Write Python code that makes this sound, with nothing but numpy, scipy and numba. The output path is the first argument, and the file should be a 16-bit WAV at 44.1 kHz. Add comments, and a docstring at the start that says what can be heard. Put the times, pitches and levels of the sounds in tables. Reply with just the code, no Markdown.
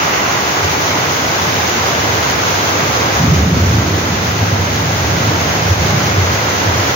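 """Heavy rain pours on a gravel yard and drums on the corrugated roof of the porch over two microphones.
Drops are short damped rings over a wash of noise; run-off from the eaves splatters, spatters and trickles.
Thunder mutters far off, breaks into a loud peal and rolls on in swells: filtered trains of random shocks,
with single booms as sinking tones. The gain control ducks everything under the peal and is slow to let go."""
import sys
import numpy as np
from scipy.fft import rfft, irfft, next_fast_len
from scipy.io import wavfile
from scipy.ndimage import uniform_filter1d, minimum_filter1d, map_coordinates
from numba import njit

SR = 44100
rng = np.random.default_rng(int(sys.argv[2]) if len(sys.argv) > 2 else 0)


def materialize(psi):
    """Save the field psi as 16-bit PCM at rate SR to the path in sys.argv[1].

    A 1-D psi becomes a single channel; in a 2-D psi each row is a channel.
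    """
    bounded = np.clip(np.atleast_2d(psi).T, -1, 1)
    quanta = np.round(bounded * 32767).astype(np.int16)
    wavfile.write(sys.argv[1], SR, quanta)


N = 306495
SECONDS = np.arange(N) / SR


def amp(db):
    """Decibels to gain."""
    return 10 ** (np.asarray(db) / 20)


def unit(x):
    """Scale to rms 1."""
    return x / np.sqrt(np.mean(x ** 2) + 1e-20)


def along(points, hz):
    """Gain of (Hz, dB) points joined on a log frequency axis."""
    f, db = np.transpose(points)
    return amp(np.interp(np.log(hz + 1), np.log(f + 1), db))


def wobble(rate):
    """A smooth random curve with rate knots a second."""
    knots = rng.standard_normal(int(N * rate / SR) + 4)
    return map_coordinates(knots, [np.arange(N) * rate / SR])


def drift(start_db, db_per_s, since=0):
    """Gain that changes by a steady number of decibels a second."""
    return amp(start_db + db_per_s * (SECONDS - since))


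def sides(right_db):
    """Gains that raise the right microphone by right_db and lower the left by as much."""
    return amp([[-right_db], [right_db]])


def filtered(x, response):
    """x times a response of frequency."""
    size = next_fast_len(N + 8192)
    spectrum = rfft(x, size) * response(np.fft.rfftfreq(size, 1 / SR))
    return irfft(spectrum, size)[..., :N]


def coloured(x, spectrum):
    """x filtered by the curve of a spectrum table, at rms 1."""
    return unit(filtered(x, lambda hz: along(spectrum, hz)))


# Where the rain falls around the microphones.
# Each row: lag of the right microphone in ms, share of the power in dB.
RAIN_BEARINGS = [(-.47, -5.5), (-.3, -6.5), (-.15, -10.5), (.05, -4.5), (.23, -1), (0.501, -1)]


def bearings(count=64):
    """Lags between the microphones (s) and the share of the rain's power that arrives with each."""
    ms, db = np.transpose(RAIN_BEARINGS)
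    lag = np.linspace(ms.min(), ms.max(), count)
    share = amp(np.interp(lag, ms, db)) ** 2
    return lag / 1000, share / share.sum()


def wash(direct=0.61):
    """Countless far drops merge into noise: more alike at both microphones in the bass than in the treble."""
    lag, share = bearings()
    grid = np.fft.rfftfreq(2048, 1 / SR)
    likeness = np.exp(-2j * np.pi * grid[:, None] * lag) @ share
    likeness = likeness * np.interp(grid, [200, 500], [1, direct])  # the porch scatters shorter waves
    unlikeness = np.sqrt(np.abs(1 - np.abs(likeness) ** 2))
    left, other = rng.standard_normal((2, N))
    shared = filtered(left, lambda hz: np.interp(hz, grid, likeness))
    own = filtered(other, lambda hz: np.interp(hz, grid, unlikeness))
    return np.array([left, shared + own])


def drops(count, low_hz, high_hz, cycles, spread_db, size):
    """Near drops: each a short damped ring (size samples) of its own pitch, weight and bearing."""
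    when, pitch, weight, place, life = rng.random((count, 5)).T
    hz = (low_hz + (high_hz - low_hz) * pitch)[:, None]
    decay = cycles * (.5 + life[:, None]) / hz
    weight_db = -spread_db * np.log(np.maximum(weight, .015))  # a few drops are much heavier
    strength = amp(weight_db)[:, None] / np.sqrt(decay)
    lag, share = bearings()
    right_lag = SR * np.interp(place, np.cumsum(share), lag)
    pair = []
    for start in (when * N, when * N + right_lag):
        start = np.abs(start)[:, None]
        index = np.ceil(start).astype(int) + np.arange(size)
        t = (index - start) / SR  # keeps the lag finer than one sample
        ring = strength * np.exp(-t / decay) * np.sin(2 * np.pi * hz * t)
        pair.append(np.bincount(index.ravel(), ring.ravel(), N)[:N])
    return unit(np.array(pair))


# Tone of the rain on the roof sheets overhead. Each row: frequency in Hz, relative level in dB per Hz.
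ROOF_SPECTRUM = [(45, -33), (80, -5.5), (140, 1.5), (200, -1.5), (300, 0.5), (500, 0), (640, -0.3),
                 (790, -0.3), (1050, -3), (1450, -3), (2100, -5.5), (3000, -14.5), (5000, -18),
                 (16000, -35)]


def roof(start_db=-17, db_per_s=0.5):
    """Drops drum on the roof sheets, ever thicker; the nearest stand out of the roar as dull taps."""
    taps = drops(count=5000, low_hz=240.0, high_hz=2275, cycles=3.4, spread_db=2, size=400)
    roar = coloured(wash() + amp(-18.5) * taps, ROOF_SPECTRUM)
    return roar * drift(start_db, db_per_s)


# Tone of the rain on the gravel out in the yard. Each row: frequency in Hz, relative level in dB per Hz.
YARD_SPECTRUM = [(300, -6), (1500, 1), (2200, 2.5), (3000, 2), (4500, 0.5), (5400, 1.5), (5950, 3),
                 (6500, 5), (7000, 0.5), (9000, -0.5), (16000, -2.5)]


def yard(start_db=-18.0, db_per_s=0.1556):
    """Rain splashes on the wet gravel in uneven spurts and slowly thickens."""
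    splashes = drops(count=14000, low_hz=1750, high_hz=15300, cycles=1.17, spread_db=1.5, size=100)
    spurts = amp(1.6 * wobble(32) + 0.5 * wobble(13))
    hiss = coloured(wash() + amp(-6.5) * splashes * spurts, YARD_SPECTRUM)
    return hiss * drift(start_db, db_per_s) * amp(0.53 * wobble(18))


# Tone of the run-off at the porch edge. Each row: frequency in Hz, relative level in dB per Hz.
EAVES_SPECTRUM = [(300, -20), (650, -0.3), (1000, 5), (1600, 0), (2400, -7), (2900, -10.5), (3700, -23),
                  (16000, -42)]
# Strength of the run-off, nearest at first. Each row: time in seconds, level in dB.
RUNOFF_LEVEL = [(0, -17.5), (1.2, -21), (3.1, -20.5), (3.6, -22), (4.6, -23.5), (5.4, -24), (6.95, -22)]


def eaves():
    """Strings of run-off fall from the eaves and splatter into puddles."""
    plops = drops(count=7000, low_hz=800, high_hz=3470, cycles=0.76, spread_db=0.5, size=200)
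    splatter = coloured(wash() + amp(-5.5) * plops, EAVES_SPECTRUM)
    s, db = np.transpose(RUNOFF_LEVEL)
    return splatter * amp(np.interp(SECONDS, s, db) + .4 * wobble(19))


# Tone of the nearest run-off, on the right. Each row: frequency in Hz, relative level in dB per Hz.
SPATTER_SPECTRUM = [(1500, -23), (1950, 5), (2300, -2), (2850, 2), (3150, -7), (3600, -25)]


def spatter(start_db=-27.3, db_per_s=-10, right_db=5.0):
    """The nearest string of run-off, on the right, spatters brightly at first and soon sinks into the rain."""
    splats = drops(count=10000, low_hz=1800, high_hz=3200, cycles=2, spread_db=3.0, size=150)
    return coloured(splats, SPATTER_SPECTRUM) * drift(start_db, db_per_s) * sides(right_db)


# Tone of thin run-off on the stones to the right. Each row: frequency in Hz, relative level in dB per Hz.
TRICKLE_SPECTRUM = [(2300, -24), (2850, -2), (3600, -4.5), (4100, -4), (4900, -22)]


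def trickle(level_db=-35.0, opens_s=1.2, right_db=5):
    """A thinner string patters crisply on the stones to the right, fading in as the microphones turn to it."""
    ticks = drops(count=5000, low_hz=2720, high_hz=4030, cycles=2.7, spread_db=3.0, size=150)
    facing = np.minimum(SECONDS / opens_s, 1)
    return coloured(ticks, TRICKLE_SPECTRUM) * amp(level_db) * facing * sides(right_db)


def shocks(count):
    """Pressure steps from the kinks of the bolt, arriving at random."""
    when, strength = rng.random((count, 2)).T
    return np.bincount((when * N).astype(int), 2 * strength - 1, N)


def rumble(spectrum, count):
    """A dense train of shocks, dulled by distance into an unbroken rumble of rms 1."""
    x = coloured(shocks(count), spectrum)
    loudness = np.sqrt(np.abs(uniform_filter1d(x ** 2, SR // 22)) + 1e-6)
    return unit(x / loudness)  # evens out chance swells


def surges(rows, attack, fade):
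    """Power of overlapping arrivals: each rises, holds for its length and dies away (attack, fade in s)."""
    power = 0
    for start, db, length in rows:
        rise = np.clip((SECONDS - start) / attack, 0, 1)
        fall = np.exp(-np.maximum(SECONDS - start - length, 0) / fade)
        power = power + (amp(db) * rise * fall) ** 2
    return power


# Mid-range tone of the nearer branches. Each row: frequency in Hz, relative level in dB per Hz.
CRACKLE_SPECTRUM = [(30, -43), (60, -6), (100, -15), (160, 6), (225, -4), (300, -13.5), (450, -25.5),
                    (1200, -56)]
# Peals from nearer parts of the bolt. Each row: start in seconds, level in dB, length in seconds.
PEAL_ARRIVALS = [(3.19, -13.5, 0.26), (3.6, -17.5, 0.29), (4.1, -21, 0.92), (5.1, -22.5, 0.38),
                 (5.55, -23.5, 0.25), (5.79, -20, 0.32)]


def peals(attack=0.012, fade=0.17):
    """Nearer branches arrive abruptly and keep more of their mid range."""
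    return np.sqrt(surges(PEAL_ARRIVALS, attack, fade)) * rumble(CRACKLE_SPECTRUM, count=2500)


# Single thunder booms and knocks. Each row: crest in seconds, peak in dB, pitch at the crest in Hz.
BOOM_ARRIVALS = [(.645, -15, 93), (.96, -14.5, 300), (1.481, -16, 154), (2.831, -13, 151), (2.911, -15, 97),
                 (3.17, -17, 76), (3.22, -13, 155), (3.249, -7, 238), (3.285, -13, 82), (3.329, -4, 152),
                 (3.381, -5, 160), (3.408, -3, 78), (3.465, -5, 93), (3.473, -2, 166), (3.528, -3.5, 172),
                 (3.572, -7, 247), (3.627, 1, 94.5), (3.682, -6, 93), (3.741, -7, 104), (3.801, -11, 95),
                 (3.935, -7.5, 100), (4.124, -10, 165), (4.42, -4, 98), (4.475, -17, 98),
                 (4.534, -5.5, 106), (4.608, -9.5, 101), (5.095, -15, 97), (5.163, -10, 85.4),
                 (5.23, -21, 102.4), (5.285, -8.5, 100), (5.296, -14, 220), (5.715, -2, 92),
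                 (5.802, -5, 90), (5.95, -8, 150), (6.041, -11, 145), (6.195, -3, 98), (6.256, -6, 97),
                 (6.347, -9, 95), (6.682, -8, 98), (6.74, -14, 94), (6.79, -10, 101)]


def booms(rise_cycles=2.405, sag=0.037, size=8000):
    """Shocks arriving together thud for a few cycles, sinking in pitch; the higher ones are shorter."""
    out = np.zeros(N + size)
    for crest, db, hz in BOOM_ARRIVALS:
        cycle = hz * np.arange(size) / SR
        age = cycle / rise_cycles  # 1 at the crest
        envelope = (age * np.exp(1 - age)) ** 3
        phase = cycle * (1 + sag * (1 - age / 2)) + rng.random()
        start = int((crest - rise_cycles / hz) * SR)
        out[start:start + size] += amp(db) * envelope * np.sin(2 * np.pi * phase)
    return out[:N]


# Rough mid range of the nearest peals. Each row: frequency in Hz, relative level in dB per Hz.
RASP_SPECTRUM = [(150, -16), (245, 3.5), (350, 0), (600, -8.5), (1200, -28), (3000, -60)]
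# Bursts of that roughness. Each row: start in seconds, level in dB, length in seconds.
RASP_BURSTS = [(3.22, -20, 0.31), (3.5, -20.5, 0.56), (4.3, -26.5, 0.54), (5.17, -25.5, 0.2),
               (5.8, -29.5, 0.21)]


def rasp(attack=0.057, fade=0.097):
    """The small, sharp shocks of the nearest peals, which only a short path preserves."""
    return np.sqrt(surges(RASP_BURSTS, attack, fade)) * rumble(RASP_SPECTRUM, count=3000)


# Swells of the roll, one for each far stretch of the bolt.
# Each row: start in seconds, level in dB, length in seconds.
ROLL_SWELLS = [(.62, -29, 0.38), (1.27, -29, 0.4), (1.97, -26, 0.22), (2.28, -31, 0.16), (2.86, -24, 0.1),
               (3.26, -14, 0.54), (3.57, -19, 0.29), (4.0, -24, 0.3), (4.36, -24, 0.32), (4.7, -20, 0.36),
               (5.03, -20, 0.34), (5.62, -17.5, 0.36), (6.05, -18.5, 0.304), (6.65, -21, 0.16)]


def roll_strength(strike_s=3.22, attack=0.018, fade=0.038):
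    """Far parts of the bolt: a growing mutter, then the sinking tail of the main peal, with swells on both."""
    struck = np.clip((SECONDS - strike_s) / attack, 0, 1)
    mutter = drift(-34.5, 3)
    tail = drift(-16.5, -1.9, since=strike_s)
    bed = (1 - struck) * mutter + struck * tail
    return np.sqrt(bed ** 2 + surges(ROLL_SWELLS, attack, fade))


# Deep tone of the far thunder. Each row: frequency in Hz, relative level in dB per Hz.
RUMBLE_SPECTRUM = [(20, -45), (45, -30), (58, -23), (72, -9), (92, 1), (110, 0), (130, -10), (190, -21),
                   (300, -44), (800, -63)]


def thunder():
    """Its long waves reach both microphones almost alike; a little scatters off the house walls."""
    strength = roll_strength()
    direct = strength * rumble(RUMBLE_SPECTRUM, count=5000) + peals() + rasp() + booms()
    scattered = amp(-19) * strength * coloured(shocks(count=4000), RUMBLE_SPECTRUM)
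    return direct * sides(.4) + np.array([scattered, -scattered])  # scattered sound comes from the sides


def scene():
    """Rain falls all around the porch while the thunder passes."""
    rain = roof() * sides(.8) + yard() * sides(-.3)
    run_off = eaves() + spatter() + trickle()
    return rain + run_off + thunder()


# Brief dips in level. Each row: centre in seconds, depth in dB, half width in seconds (to 1/e of the depth).
LEVEL_DIPS = [(3.5, 1.6, 0.057), (5.77, 2.2, 0.036)]


def dips():
    """Gain of the brief dips in level."""
    depth_db = sum(db * np.exp(-((SECONDS - s) / width) ** 2) for s, db, width in LEVEL_DIPS)
    return amp(-depth_db)


@njit
def held(x, fall):
    """Follow rises at once and sink back by a factor per sample."""
    out = x.copy()
    for i in range(1, len(x)):
        out[i] = max(x[i], out[i - 1] * fall)
    return out


def gain_control(x, threshold_db=-14.0, slope=0.46, hold_s=1.25, release_s=0.69):
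    """Duck loud passages by slope dB per dB over the threshold, and wait before letting go."""
    power = uniform_filter1d(np.mean(x ** 2, axis=0), SR // 6, origin=SR // 22)
    excess_db = np.maximum(10 * np.log10(np.abs(power) + 1e-12) - threshold_db, 0)
    half = int(hold_s * SR / 2)
    # the greatest excess within the hold time just past
    recent_db = -minimum_filter1d(-excess_db, 2 * half + 1, origin=half, mode="nearest")
    return x * amp(-slope * held(recent_db, np.exp(-1 / (release_s * SR))))


def limited(x):
    """A look-ahead limiter keeps the peaks under full scale."""
    needed = np.minimum(1, .96 / (np.abs(x).max(axis=0) + 1e-9))
    return x * uniform_filter1d(minimum_filter1d(needed, size=301), size=301)


# Overall tone of the sound: thin deep bass, a narrow notch near 1.8 kHz, a deep gap near 8 kHz,
# softer treble above. Each row: frequency in Hz, gain in dB.
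TONE_RESPONSE = [(45, -7), (70, 0), (1720, 0), (1810, -3.5), (1890, 0.5), (6700, 0.5), (7150, -6.5),
                 (7600, -24.5), (7950, -99), (8300, -34), (9400, -17.5), (12300, -12), (13900, -13),
                 (14600, -2.5)]


def record(dry, top_hz=15780):
    """Overall tone, gain control, brief dips, a limiter and the band limit."""
    x = filtered(dry, lambda hz: along(TONE_RESPONSE, hz))
    x = limited(gain_control(x) * dips())
    return filtered(x, lambda hz: hz < top_hz)


dry = scene()
out = record(dry)
materialize(out)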